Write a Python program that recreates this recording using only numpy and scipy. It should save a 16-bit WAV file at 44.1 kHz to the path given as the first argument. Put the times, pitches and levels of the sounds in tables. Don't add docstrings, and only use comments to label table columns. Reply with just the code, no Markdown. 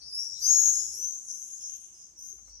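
import sys
import numpy as np
from scipy import signal
from scipy.fft import rfft, irfft, next_fast_len
from scipy.io import wavfile
from scipy.ndimage import uniform_filter1d, map_coordinates

SR = 44100
rng = np.random.default_rng(int(sys.argv[2]) if len(sys.argv) > 2 else 0)


def transcribe(u):
    v = np.clip(np.atleast_2d(u).T, -1, 1)
    q = np.round(v * 32767).astype(np.int16)
    wavfile.write(sys.argv[1], SR, q)


N = 114660
T = np.arange(N) / SR
EDGE_S = 0.012


def amp(db):
    return 10 ** (np.asarray(db) / 20)


def unit(x):
    return x / np.sqrt(np.mean(np.abs(x) ** 2) + 1e-20)


def along(points, hz):
    f, v = np.transpose(points)
    return np.interp(np.log(hz + 1), np.log(f + 1), v)


def curves(rows, t=T):
    s, *cols = np.transpose(rows)
    return [np.interp(t, s, c) for c in cols]


def wobble(rate, size=N):
    knots = rng.standard_normal(size // 8 + 4)
    return unit(map_coordinates(knots, [np.arange(size) * rate / SR], order=2, prefilter=False))


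def grit(rate, size):
    return (wobble(rate, size) + 1j * wobble(rate, size)) / np.sqrt(2)


def filtered(x, response):
    m = next_fast_len(N + SR // 2)
    return irfft(rfft(x, m) * response(np.fft.rfftfreq(m, 1 / SR)), m)[..., :N]


def rush(spectrum, alike):
    shut = [(spectrum[0][0] * 1.2, -120)] + list(spectrum)

    def mid_side(hz):
        turn = np.arccos(np.clip(along(alike, hz), -1, 1)) / 2
        return amp(along(shut, hz)) * [np.cos(turn), np.sin(turn)]

    mid, side = filtered(rng.standard_normal((2, N)), mid_side)
    return unit(np.array([mid + side, mid - side]))


def background():
    # frequency in Hz, relative density in dB per Hz.
    air_colour = [(53, 5.5), (90, -1), (204, -0.5), (292, -8.5), (339, -0.5), (419, -10.5), (966, -9),
                  (2190, -14), (4500, -9), (5850, -25), (9900, -120)]
    # frequency in Hz, left-right correlation.
    air_alike = [(60, 0.56), (180, 0.96), (550, 0.48), (1650, -0.47), (4970, -0.08), (15000, 0.26)]
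    # time in seconds, level in dB.
    air_swell = [(0.0, -70), (0.35, -69), (0.72, -66.5), (0.98, -68.5), (1.35, -70.5), (2.21, -71),
                 (2.6, -71)]
    # time in seconds, level in dB.
    throb_level = [(0.0, -88), (0.04, -67), (0.3, -86), (0.32, -70), (0.72, -62.5), (0.99, -70.5),
                   (1.05, -58.5), (1.13, -85), (1.53, -82), (1.67, -70.5), (1.89, -79.5), (2.3, -72),
                   (2.48, -61.5), (2.6, -60.5)]
    throb_hz, throb_width_hz, left_db = 57, 22, 2.5

    throb_db, = curves(throb_level)
    peak = lambda hz: 1 / (1 + ((hz - throb_hz) / throb_width_hz) ** 4)
    tone = np.sin(2 * np.pi * np.cumsum(throb_hz + 4 * wobble(5.5)) / SR)
    low_noise = filtered(rush([(28, 0)], [(20, 0.85)]), peak)
    throb = unit(unit(tone) + .5 * unit(low_noise))
    air_db = curves(air_swell)[0] + 0.47 * wobble(4.2)
    air = amp(air_db) * rush(list(air_colour) + [(6000, -60)], air_alike)
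    return (air + amp(throb_db) * throb) * amp([[left_db / 2], [-left_db / 2]])


def flock():
    # time in seconds, level in dB of the 7.3-9.5 kHz band ahead of trim_db.
    flock_level = [(0.0, -108), (0.17, -65), (0.28, -67), (0.48, -53.5), (0.62, -51.5), (0.71, -48),
                   (1.09, -60.5), (1.56, -59), (1.69, -63), (1.8, -72), (2.05, -71), (2.37, -74),
                   (2.49, -71.5), (2.6, -83)]
    # frequency in Hz, relative density in dB per Hz.
    flock_colour = [(1470, -47), (2500, -36), (4080, -61.5), (4640, -103), (4780, -65), (5320, -18.5),
                    (6390, 3.5), (7510, -15), (11500, -30), (12300, -12), (12600, -56), (15500, -108)]
    trim_db, lurch_db = -3.5, 1.5

    db, = curves(flock_level)
    hiss = rush(flock_colour, [(5000, 0.023)])
    band = filtered(hiss, lambda hz: (hz > 7300) & (hz < 9500))
    return amp(db + trim_db + lurch_db * wobble(8.36)) * hiss / np.std(band)


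def puffs():
    # centre in seconds, length in seconds, level in dB, top in Hz.
    puff_rows = [(0.068, 0.024, -68, 230), (0.667, 0.049, -59, 745)]
    out = np.zeros((2, N))
    for s, length_s, db, top_hz in puff_rows:
        noise = rush([(60, 0)], [(200, 0.97), (1000, 0.22)])
        noise = unit(filtered(noise, lambda hz: 1 / (1 + hz / top_hz) ** 2))
        out += amp(db) * np.exp(-((T - s) / length_s) ** 2) * noise
    return out


def hoots():
    # start in seconds, length in seconds, pitch in Hz, level in dB ahead of the left-right offsets.
    hoot_rows = [(0.932, 0.092, 381.6, -64), (1.145, 0.033, 930, -70.5), (2.325, 0.044, 355, -71)]
    out = np.zeros((2, N))
    for s, length_s, hz, db in hoot_rows:
        shape = np.clip(np.minimum(T - s, s + length_s - T) / 0.0087, 0, 1)
        level = amp(db + 4.1 * wobble(78.3) + [[2], [-3]])
        tone = np.sin(2 * np.pi * np.cumsum(hz + 35 * wobble(120)) / SR)
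        out += level * shape * tone
    return out


def ticks():
    # start in seconds, level in dB ahead of the click and ring offsets.
    tick_rows = [(2.387, -59.5), (2.479, -55.5)]
    # frequency in Hz, relative level in dB, t60 in seconds.
    modes = [(623, -2.5, 0.11), (1267, -4, 0.097), (2180, -7, 0.14)]
    rough_rad = 1.2
    out = np.zeros((2, N))
    for s, db in tick_rows:
        t = np.maximum(T - s, 0)
        out += amp(db - 6.5 - 60 * t / 0.016) * (T > s) * wobble(5900)
        ring = 0
        for hz, mode_db, t60_s in modes:
            tone = np.sin(2 * np.pi * hz * t + rough_rad * wobble(600))
            ring = ring + amp(mode_db - 60 * t / t60_s) * tone * (T > s)
        out += amp(db - 9.5) * ring
    return out


def whistle():
    # time in seconds, pitch in Hz, level in dB.
    notes = [(2.44, 4120, -78), (2.462, 4200, -74), (2.484, 4070, -74), (2.5, 4286, -71),
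             (2.516, 4380, -72), (2.544, 4340, -71), (2.562, 4200, -71), (2.58, 4150, -72),
             (2.6, 4280, -72)]
    waver_hz, break_db = 75, 3.5

    hz, db = curves(notes)
    tone = np.sin(2 * np.pi * np.cumsum(hz + waver_hz * wobble(250)) / SR)
    onset = np.clip((T - notes[0][0]) / EDGE_S, 0, 1)
    return onset * np.sqrt(2) * amp(db + break_db * wobble(160)) * tone


def scream(rows, hoarse):
    longest_s, attack_s = .52, .04
    flutter_hz, flutter_depth, flutter_swing_hz, flutter_wander = 258, .55, 120, .04
    pitch_jitter_hz, glide_rasp, clean_glide_hz_per_s = 32, .65, 5000
    rasp_hz, far_rasp_hz, rasp_share, most_rasp, alike_share = 449, 430, .4, .68, .3
    near_db, rasp_per_db, first_blur, recede_s = -24, .014, .15, .6
    lurch_db, skirt_db, skirt_hz, half_smear_hz = 1.5, -25, 1602, 927
    octave_pan_db, octave_smear, third_db = -9.5, 1, -12
    left_lag_s, lag_drift_s_per_s = .00031, .00005

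    size = round(SR * longest_s)
    start_s, end_s = rows[0][0], rows[-1][0]
    t = start_s + np.arange(size) / SR
    hz, db, octave_db, pan_db, *between_db = curves(rows, t)

    fade_in = (t - start_s) * EDGE_S / attack_s + (start_s < .01)
    fade_out = end_s - t + (end_s > 2.59) + EDGE_S
    edge = np.clip(np.minimum(fade_in, fade_out) / EDGE_S, 0, 1)

    glide_hz_per_s = uniform_filter1d(np.gradient(hz) * SR, size=1300)
    rough = glide_rasp + (1 - glide_rasp) / (1 + (glide_hz_per_s / clean_glide_hz_per_s) ** 4)
    flutter_rate_hz = flutter_hz * (1 + flutter_wander * wobble(43.1, size))
    beat = 2 * np.pi * np.cumsum(flutter_rate_hz) / SR
    pitch_hz = hz + pitch_jitter_hz * wobble(155.05, size) + rough * flutter_swing_hz * np.cos(beat)
    phase = 2 * np.pi * np.cumsum(pitch_hz) / SR

    faintness = np.clip(rasp_per_db * (near_db - db), 0, most_rasp - rasp_share)
    far = rough * np.clip(first_blur + t / recede_s, 0, 1) * faintness

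    def blur():
        near_grit = np.sqrt(1 - 2 * far) * grit(2 * rasp_hz, size)
        return near_grit + np.sqrt(2 * far) * grit(2 * far_rasp_hz, size)

    shared_rasp = blur()
    share = np.minimum(curves(hoarse, t)[0] * (rasp_share * rough + far), 1)
    swell = amp(lurch_db * wobble(42.0, size))
    ears = []
    for side in (1, -1):
        rasp = np.sqrt(alike_share) * shared_rasp + np.sqrt(1 - alike_share) * blur()
        flutter = 1 + rough * flutter_depth * np.cos(beat)
        body = np.sqrt(1 - share) * flutter + np.sqrt(share) * rasp
        body = body + amp(skirt_db) * grit(2 * skirt_hz, size)
        voice = amp(db + side * pan_db / 2) * unit(swell * body) * np.exp(1j * phase)
        third = amp(third_db) * np.exp(3j * phase) * (3 * hz < SR / 2.2)
        overtones = np.exp(2j * phase) + third
        smear = 1 + octave_smear * grit(900, size)
        voice = voice + amp(octave_db + side * octave_pan_db / 2) * smear * overtones
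        for level_db, ratio in zip(between_db, (1.5, .5)):
            voice = voice + amp(level_db) * grit(2 * half_smear_hz, size) * np.exp(1j * ratio * phase)
        ears.append(np.sqrt(2) * edge * voice.real)

    lag = round((left_lag_s + lag_drift_s_per_s * start_s) * SR)
    ears[0] = np.pad(ears[0], (lag, 0))[:size]
    out = np.zeros((2, N + size))
    out[:, round(start_s * SR):][:, :size] = ears
    return out[:, :N]


def swifts():
    # time in seconds, pitch in Hz, level in dB, octave level in dB,
    # left over right in dB, level at 1.5 times the pitch in dB, level at half the pitch in dB.
    lead = [
        [(0.0, 4095, -82, -84, 7, -67, -88), (0.02, 4520, -54.5, -72, 17, -77, -76),
         (0.084, 4683, -61, -73, 14, -71, -101), (0.15, 5120, -33, -51.5, 0.5, -79, -75),
         (0.2, 5476, -35.5, -53.5, 6.5, -84, -86), (0.24, 5600, -38.5, -62.5, 8.5, -66, -82),
         (0.3, 5507, -44, -78, 14.5, -74, -99), (0.39, 5535, -44.5, -81, 15.5, -106, -70.5)],
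        [(0.38, 5450, -46, -60.5, -3, -91, -67), (0.445, 6066, -29, -45.5, 14.5, -54, -72),
         (0.515, 6530, -20.5, -49, 8, -47, -63.5), (0.6, 6630, -26, -48, 11, -51, -63.5),
         (0.635, 6536, -28.5, -52, 13, -52, -66), (0.7, 6500, -23, -49, 11, -55, -74),
         (0.72, 6537, -34.5, -70, 10, -66, -68), (0.8, 6700, -37.5, -65, 21, -65, -64),
         (0.88, 6750, -50, -94, 14, -54.5, -64)],
        [(0.9, 5347, -48, -51, 9, -67, -68.5), (1.04, 6100, -34.5, -55.5, 10.5, -56.5, -71),
         (1.09, 6275, -40, -64, 11.5, -60, -91), (1.148, 6273, -41, -82, 7, -68, -104),
         (1.185, 6220, -45, -106, 12, -62, -88), (1.22, 6430, -63, -88, 3, -70, -102),
         (1.27, 6700, -56, -140, 4, -58, -110)],
        [(1.26, 6116, -41.5, -98, 14, -56, -95), (1.31, 6230, -41.5, -69, 12.5, -64, -96),
         (1.372, 6153, -48, -119, 15.5, -68, -104), (1.436, 6367, -47, -127, 15, -62, -76),
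         (1.504, 6465, -57.5, -130, 18.5, -78, -68), (1.54, 6405, -45, -126, 22, -74, -86),
         (1.63, 6630, -64.5, -130, 11, -62, -63.5)],
        [(1.6, 6200, -42, -77, 4, -71, -89), (1.702, 6370, -39, -131, 6.5, -64, -65.5),
         (1.762, 6326, -44.5, -124, 14.5, -69, -67.5), (1.8, 6240, -68, -129, 0, -63, -74),
         (1.84, 6347, -50, -126, 21, -62, -71), (1.894, 6180, -60, -134, -10, -72.5, -72.5),
         (1.95, 6050, -56, -101, 3, -74, -83)],
        [(1.94, 6160, -66, -99, -3, -70, -69), (2.02, 6200, -48.5, -105, 0.5, -72.5, -76),
         (2.058, 6150, -53, -135, 8.5, -82, -90), (2.106, 6320, -79, -135, 14, -104, -103),
         (2.14, 6200, -81, -130, 16, -95, -108)],
        [(2.15, 5680, -51, -100, 8, -74, -78), (2.188, 5960, -45.5, -68, 3, -67, -104),
         (2.26, 6225, -47.5, -64, 7, -61, -99), (2.298, 6265, -47, -65, 14.5, -69, -104),
         (2.39, 6355, -58, -101, 6, -76, -100), (2.45, 6220, -56.5, -102, 9, -87, -101)],
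        [(2.43, 5850, -64, -105, 10, -83, -91), (2.5, 5800, -53.5, -100, 4, -72.5, -88),
         (2.555, 5770, -49.5, -84, 5, -96, -104), (2.6, 5880, -56, -103, -3, -97, -88)],
    ]
    # time in seconds, pitch in Hz, level in dB,
    # octave level in dB, left over right in dB.
    lower = [
        [(.405, 4500, -36, -56, 7), (.46, 5077, -35.5, -52, 6.5), (.5, 5430, -39.5, -50.5, 1),
         (.6, 5680, -36, -52, 11), (.72, 5830, -40.5, -61, 3)],
        [(.71, 5520, -46, -51.5, 3), (.8, 5417, -39, -52, 5), (.93, 5665, -53, -73, 11.5)],
        [(1.26, 5000, -57, -53, -4), (1.31, 5440, -50.5, -60, 7), (1.4, 5690, -62, -63.5, -4),
         (1.48, 5430, -75.5, -62, 27), (1.58, 5130, -64.5, -69.5, -12)],
        [(1.57, 5550, -54.5, -63, 3), (1.67, 5546, -47.5, -70.5, 3), (1.78, 5840, -77, -63, -10)],
        [(1.93, 5250, -60.5, -68, -1), (2.03, 5180, -59.5, -85, 4), (2.1, 5540, -70, -86, 10)],
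        [(2.16, 5100, -66, -77, -4), (2.26, 5180, -59.5, -103, 10), (2.33, 5560, -68, -110, -1),
         (2.47, 5720, -75, -113, 6)],
        [(2.47, 5120, -67, -101, 12), (2.6, 5120, -67, -98, 14)],
        [(0, 5175, -56.5, -96, 1.5), (.08, 5174, -45.5, -88, 7.5), (.14, 5190, -53, -76, -21)],
        [(0, 5840, -59.5, -101, 14), (.08, 6050, -63.5, -83, 25), (.16, 6480, -76, -69, 3)],
        [(.33, 3764, -52.5, -86, 3), (.5, 4270, -55, -64, -1)],
        [(.16, 6600, -52, -81, 10), (.19, 6900, -59, -81, 22), (.26, 6560, -62, -71, 6)],
    ]
    # time in seconds, rasp multiplier (0 clear).
    lead_hoarse = [(.1, .3), (.2, .6), (.4, 1), (.52, .6), (.7, .5), (.9, 1.3), (1.03, .5), (1.2, .5),
                   (1.27, 1.4), (1.46, 1.3), (1.51, .15), (1.59, .15), (1.63, 1.4), (1.72, .9), (1.8, 1.3),
                   (2.14, 1.3), (2.28, .7), (2.45, 1.1)]
    # time in seconds, rasp multiplier (0 clear).
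    lower_hoarse = [(.42, .3), (.55, 1.4), (1.9, 1.4), (2, .6)]
    echo_db, echo_t60_s, echo_delay_s = -7, 0.53, 0.024

    birds = sum(scream(rows, lead_hoarse) for rows in lead)
    birds = birds + sum(scream(rows, lower_hoarse) for rows in lower)
    t = np.arange(SR // 2) / SR
    tail = rng.standard_normal((2, len(t))) * amp(-60 * t / echo_t60_s) * (t > echo_delay_s)
    echo = signal.fftconvolve(birds, tail / np.linalg.norm(tail[0]), axes=1)[:, :N]
    return birds + amp(echo_db) * echo


def scene():
    return background() + flock() + puffs() + hoots() + ticks() + whistle() + swifts()


def record(dry):
    # frequency in Hz, gain in dB.
    mic = [(3800, -6), (4600, -2), (5000, 1.5), (6500, 0.5), (7800, 5), (13000, -5), (14000, -4),
           (15500, -9)]
    top_hz = 15700
    return filtered(dry, lambda hz: amp(along([(2000, 0.024)] + mic, hz)) * (hz < top_hz))


dry = scene()
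out = record(dry)
transcribe(out)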